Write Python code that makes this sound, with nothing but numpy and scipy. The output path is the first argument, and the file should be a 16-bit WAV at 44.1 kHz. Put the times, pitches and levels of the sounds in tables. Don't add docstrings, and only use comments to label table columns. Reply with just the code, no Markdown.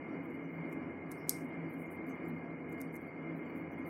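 import sys
import numpy as np
from scipy import signal
from scipy.fft import rfft, irfft, next_fast_len
from scipy.io import wavfile
from scipy.ndimage import uniform_filter1d

SR = 44100
rng = np.random.default_rng(int(sys.argv[2]) if len(sys.argv) > 2 else 0)


def linear_from_db(decibels):
    return 10 ** (np.asarray(decibels, float) / 20)


def generate_wav(sig):
    pcm = np.round(np.clip(np.atleast_2d(sig).T, -1, 1) * 32767).astype(np.int16)
    wavfile.write(sys.argv[1], SR, pcm)


N = 171549


def rms_one(x):
    return x / np.sqrt(np.mean(x ** 2) + 1e-20)


def butter(x, hz, kind, order=2):
    sos = signal.butter(order, np.clip(hz, 20, .45 * SR), kind, fs=SR, output="sos")
    return signal.sosfilt(sos, x)


def add(out, s, sound):
    i = max(int(s * SR), 0)
    out[i:i + len(sound)] += sound[:N - i]


def at_hz(points, hz):
    f, db = np.transpose(points)
    return np.interp(np.log(hz), np.log(f), db)


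def shaped(power):
    size = next_fast_len(N)
    hz = np.arange(size // 2 + 1) * SR / size + 1e-3
    spectrum = rfft(rng.standard_normal(size))
    return irfft(spectrum * np.sqrt(power(hz) * SR / 2), size)[:N]


def wander(step_s, points, size):
    return np.interp(np.arange(size) / SR, np.arange(points) * step_s, rng.standard_normal(points))


# (frequency [Hz], level [dB per Hz])
RUSH = [(40, -108), (110, -81.5), (300, -70.5), (700, -83), (1500, -91), (2400, -91), (2700, -112),
        (3700, -136)]
# (frequency [Hz], level [dB per Hz])
AIR = [(2700, -112), (3300, -115), (3700, -118.5), (4200, -119), (6000, -123), (9600, -127), (12000, -131),
       (16000, -135)]
# (frequency [Hz], width [Hz], level [dB per Hz])
DRONES = [(60, 10, -89.5), (89.7, 6.9, -75), (163.9, 12, -61.5), (240.5, 14, -66.5), (272.6, 24, -62.5),
          (324, 18, -64), (484, 10, -75), (686, 34, -79), (2122.4, 46, -73), (2198, 150, -84.5),
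          (2444, 67, -92), (2888, 102, -96), (3148, 170, -110)]
WHINES = [(828, 3.9, -81.5), (950, 15, -84), (1021, 18, -82.5), (1150, 14, -84), (1220, 20, -84),
          (1347, 10, -83.5), (1653, 36, -83.5), (2322, 14, -83)]
HIGH_WHINES = [(4580, 350, -116.5), (9650, 250, -122)]


def fan():
    sway_db, sway_step_s = 0.95, 1 / 8

    def power(hz):
        rush = linear_from_db(2 * at_hz([(11, -128)] + RUSH + [(6000, -150)], hz))
        air = linear_from_db(2 * at_hz(AIR, hz)) * (hz > 2000)
        peaks = sum(linear_from_db(2 * db) / (1 + (2 * (hz - f) / width) ** 2) ** 2
                    for f, width, db in DRONES + WHINES + HIGH_WHINES)
        return rush + air + peaks

    return shaped(power) * linear_from_db(sway_db * wander(sway_step_s, 40, N))


def swell(size):
    peak_share = .42
    ramp = np.interp(np.arange(size) / size, [0, peak_share, 1], [0, 1, 0])
    return np.sin(np.pi / 2 * ramp) ** 2


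# (start [s], length [s], level [dB], pitch [Hz])
SWISHES = [(0.001, .2, -89.5, 5440), (1.166, 0.11, -76, 5320), (2.087, 0.052, -74.5, 6270),
           (2.092, 0.037, -78.5, 7800), (0.434, 0.057, -87.5, 5800), (1.523, 0.041, -85, 5100),
           (1.53, 0.032, -86.5, 7840), (1.856, 0.027, -85.5, 6740), (2.247, .03, -85, 7500),
           (2.288, 0.034, -83, 4180), (2.374, .045, -88, 4520), (2.898, 0.025, -86, 5800),
           (3.45, .03, -87.5, 7380), (3.52, .07, -91, 7800), (3.59, 0.035, -89, 4170),
           (3.704, .06, -86.5, 6000)]


def swishes(snag_gain):
    out, half_width_hz = np.zeros(N), 510 / 2
    air = rng.standard_normal(N + SR) * snag_gain
    for s, length, db, hz in SWISHES:
        i, n = int(s * SR), int(length * 1.3 * SR)
        band = butter(air[i:i + n], [hz - half_width_hz, hz + half_width_hz], "band")
        add(out, s - 0.14 * length, linear_from_db(db + 1.5) * swell(n) * rms_one(band))
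    return out


def fibres(snag_gain):
    rate_per_s, spread_db, top_hz = 9600, 3, 19500
    tilt_db_per_band, weave_db, weave_s = 0.6, 3.0, 0.015
    size = N + SR
    caught = rng.random(size) < rate_per_s / SR
    height = linear_from_db(spread_db * np.minimum(rng.exponential(1, size), 5))
    clicks = caught * height * rng.choice([-1, 1], size)
    clicks = butter(clicks * snag_gain, top_hz, "low", order=1)
    edges, out = np.geomspace(3500, 19000, num=11), np.zeros(size)
    for k, (low, high) in enumerate(zip(edges, edges[1:])):
        weave = wander(weave_s, 600, size)
        band = butter(clicks, [low, high], "band", order=1)
        out += linear_from_db(tilt_db_per_band * k + weave_db * weave) * band
    return out


# (start [s], length [s], level [dB], lowest frequency [Hz])
SLIDES = [(0.228, .045, -74.5, 10500), (.295, .03, -78, 7000), (0.33, 0.052, -79.5, 9000),
          (.47, .14, -81, 12500), (0.685, 0.022, -75, 12600), (0.714, 0.034, -69, 8450),
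          (1.077, .04, -80, 8000), (1.14, .125, -76, 9500), (1.111, 0.019, -60, 4200),
          (1.126, 0.031, -76, 6500), (1.35, 0.12, -71, 5000), (1.272, 0.026, -63.5, 4180),
          (1.437, 0.033, -74, 8000), (1.688, 0.039, -72, 11470), (1.714, .065, -72, 9000),
          (1.771, 0.047, -73.5, 8100), (1.794, 0.052, -65, 8500), (1.851, 0.027, -75, 7000),
          (1.902, .045, -65, 9100), (1.924, 0.048, -70, 8500), (2.063, 0.069, -72, 10500),
          (2.13, 0.073, -83, 9000), (2.244, 0.032, -76, 10000), (2.268, 0.043, -67.5, 10500),
          (2.33, 0.084, -81, 10500), (2.687, 0.029, -72, 10100), (2.712, 0.026, -70.5, 7000),
          (2.738, 0.034, -80, 8000), (2.778, .02, -75, 7000), (2.803, 0.025, -60.5, 5040),
          (2.83, 0.054, -83, 5500), (1.478, 0.027, -77.5, 9000), (2.923, 0.056, -67.5, 8000),
          (2.995, 0.051, -76, 10100), (3.053, 0.051, -79.5, 8000), (3.356, 0.047, -73.5, 10000),
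          (3.39, 0.099, -84.5, 10050), (3.46, 0.07, -76.5, 11130), (3.54, .085, -71.5, 10030),
          (3.705, .05, -77.5, 11500), (3.773, 0.038, -77, 8500), (3.855, 0.064, -63.5, 10500),
          (.4, .07, -84, 13000)]


def slides(snag_gain):
    out, clicks = np.zeros(N), fibres(snag_gain)
    for s, length, db, low_hz in SLIDES:
        i, n = int(s * SR), int(length * 1.3 * SR)
        rustle = butter(clicks[i:i + n], low_hz, "high", order=5)
        add(out, s - .15 * length, linear_from_db(db + 0.3) * swell(n) * rms_one(rustle))
    return out


def cord():
    snag_db, snag_s = 2, 0.0071
    snag_gain = linear_from_db(snag_db * wander(snag_s, 1500, N + SR))
    return swishes(snag_gain) + slides(snag_gain)


def mode(hz, t60, t):
    return np.sin(2 * np.pi * hz * t) * linear_from_db(-60 * t / t60)


# (time [s], peak level [dB], pitch [Hz])
TICKS = [(.6942, -58, 14000), (.7279, -46, 11600), (.7319, -51, 12200), (1.1103, -49, 10200),
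         (1.115, -47, 10500), (1.1171, -32, 10600), (1.1195, -43, 9500), (1.1215, -45, 11500),
         (1.1266, -48, 10100), (1.155, -58, 8500), (1.2868, -45, 8300), (1.2895, -45, 8600),
         (1.2971, -31, 10200), (1.302, -32, 8300), (1.3066, -35, 9000), (1.3105, -36, 8400),
         (1.3865, -49, 8500), (1.485, -64, 13000), (1.4915, -60, 12000), (1.3624, -46, 8600),
         (1.3652, -42, 8200), (1.4463, -52, 11700), (3.0301, -57, 14600), (1.7388, -49, 12100),
         (2.0677, -49, 12800), (2.0894, -57, 12100), (2.7254, -52, 12300), (2.7286, -45, 12800),
         (2.8028, -48, 10200), (2.8071, -47, 11100), (2.8155, -32, 11300), (2.8195, -48, 12500),
         (2.8225, -50, 11000), (3.0475, -65, 10000), (3.0735, -62, 11000), (2.9424, -47, 12800),
         (2.945, -49, 12700), (2.9554, -43, 12500), (2.9619, -44, 11400), (2.9655, -40, 12700),
         (3.5793, -54, 12500), (.2466, -64, 14500), (1.7013, -62, 13200), (1.859, -62, 11000),
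         (1.915, -56, 11800), (2.693, -63, 11400), (2.929, -56, 12500), (3.3705, -64, 12200),
         (3.8655, -54, 14500)]


def ticks():
    cycles, low_ratio, low_db, boost_db = 10, .62, -9.5, 3
    chatter_db, chatter_t60_s = -17.5, .01
    out, t = np.zeros(N), np.arange(SR // 50) / SR
    for s, db, hz in TICKS:
        t60 = cycles / hz
        ping = mode(hz, t60, t) + linear_from_db(low_db) * mode(low_ratio * hz, t60, t)
        grit = rng.standard_normal(len(t)) * rng.exponential(1, len(t))
        grit = butter(grit, [0.64 * hz, 1.3 * hz], "band")
        chatter = linear_from_db(chatter_db - 60 * t / chatter_t60_s) * grit
        add(out, s, linear_from_db(db + boost_db) * butter(ping + chatter, .55 * hz, "high"))
    return out


# (frequency [Hz], level [dB], t60 [s])
BEAD = [(5600, -2, .0023), (6700, -2, .0026), (8700, -7, .0018), (11600, 3.5, .0025), (12500, 0, .003),
        (14600, -19, .004), (2600, -20, .005)]
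# (time [s], peak level [dB], pitch [Hz], t60 [s])
REBOUND = (1.29675, -11, 8000, .0013)


def clack():
    clack_s, clack_db, contact_s = 1.29427, -7, .00014
    flip_hz = 10000
    out, t = np.zeros(N), np.arange(SR // 50) / SR
    press = np.clip(t / contact_s, 0, 1)
    ring = sum(np.sign(flip_hz - hz) * linear_from_db(db) * mode(hz, t60, t) for hz, db, t60 in BEAD)
    add(out, clack_s, linear_from_db(clack_db) * ring / 2 * press)
    s, db, hz, t60 = REBOUND
    add(out, s, linear_from_db(db) * mode(hz, t60, t) * press)
    return out


def room(x):
    level_db, t60_s, delay_s = -34.5, .225, 0.0044
    low_hz, dull_hz, treble_db, peak_hz, peak_db = 4000, 9500, -13, 8200, 0
    t = np.arange(SR // 3) / SR
    noise = butter(rng.standard_normal(len(t)), low_hz, "high")
    dull = butter(noise, dull_hz, "low", order=4)
    peak = butter(noise, [.85 * peak_hz, 1.1 * peak_hz], "band")
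    tail = (dull + linear_from_db(treble_db) * noise + linear_from_db(peak_db) * peak) * linear_from_db(-60 * t / t60_s)
    return linear_from_db(level_db) * signal.fftconvolve(x, tail * np.clip(t / delay_s, 0, 1))[:N]


def scene():
    drone, rustle = fan(), cord()
    hits = butter(ticks() + clack(), 3400, "high")
    return (drone + rustle + hits + room(hits + .5 * rustle))[None]


CUTOFF_HZ = 16900
# (frequency [Hz], level [dB per Hz])
GATE = [(2400, -125), (2800, -107), (3300, -112), (3700, -114), (5000, -116), (8000, -118), (11000, -122),
        (16000, -126)]


def suppress(x):
    soft_db, depth_db, wobble_db, patch_db, patch_fade_db = 1.0, -30, 2.5, 4, 10
    top_hz, top_loss_db = 15900, -27
    window = np.sin(np.pi * (np.arange(2048) + .5) / 2048)
    hz, _, cells = signal.stft(x, SR, window, nperseg=2048, noverlap=1024, scaling="psd")
    band = (20 * np.log(1 + hz / 400)).astype(int)
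    wobble, patch = rng.standard_normal((2, 100, cells.shape[1]))[:, band]
    power = 2 * uniform_filter1d(np.abs(cells) ** 2, size=4, axis=0)
    over_db = 10 * np.log10(power + 1e-30) - at_hz(GATE, hz + 1)[:, None]
    top = hz > top_hz
    over_db[top] = over_db[top & (hz < CUTOFF_HZ)].mean(axis=0) + top_loss_db
    wobble[top] = 0
    closed = .5 - 0.47 * np.tanh((over_db + wobble_db * wobble) / soft_db)
    uneven_db = patch_db * patch * np.exp(-(over_db / patch_fade_db) ** 2)
    keep = linear_from_db(depth_db * closed + uneven_db)
    keep[hz < GATE[0][0]] = 1
    return signal.istft(cells * keep, SR, window, nperseg=2048, noverlap=1024, scaling="psd")[1][:N]


def band_limit(x):
    return signal.sosfilt(signal.butter(12, 16840, fs=SR, output="sos"), x)


# (frequency [Hz], level [dB per Hz])
RESIDUE = [(2000, -128), (3700, -136), (5000, -133), (10000, -134.5), (13000, -138), (16000, -143)]


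def record(dry):
    residue = shaped(lambda hz: linear_from_db(2 * at_hz(RESIDUE, hz)))
    top_cut = signal.cheby2(10, 50, CUTOFF_HZ, fs=SR, output="sos")
    cut = signal.sosfilt(top_cut, suppress(dry[0]))
    return band_limit((cut + residue)[None])


dry = scene()
out = record(dry)
generate_wav(out)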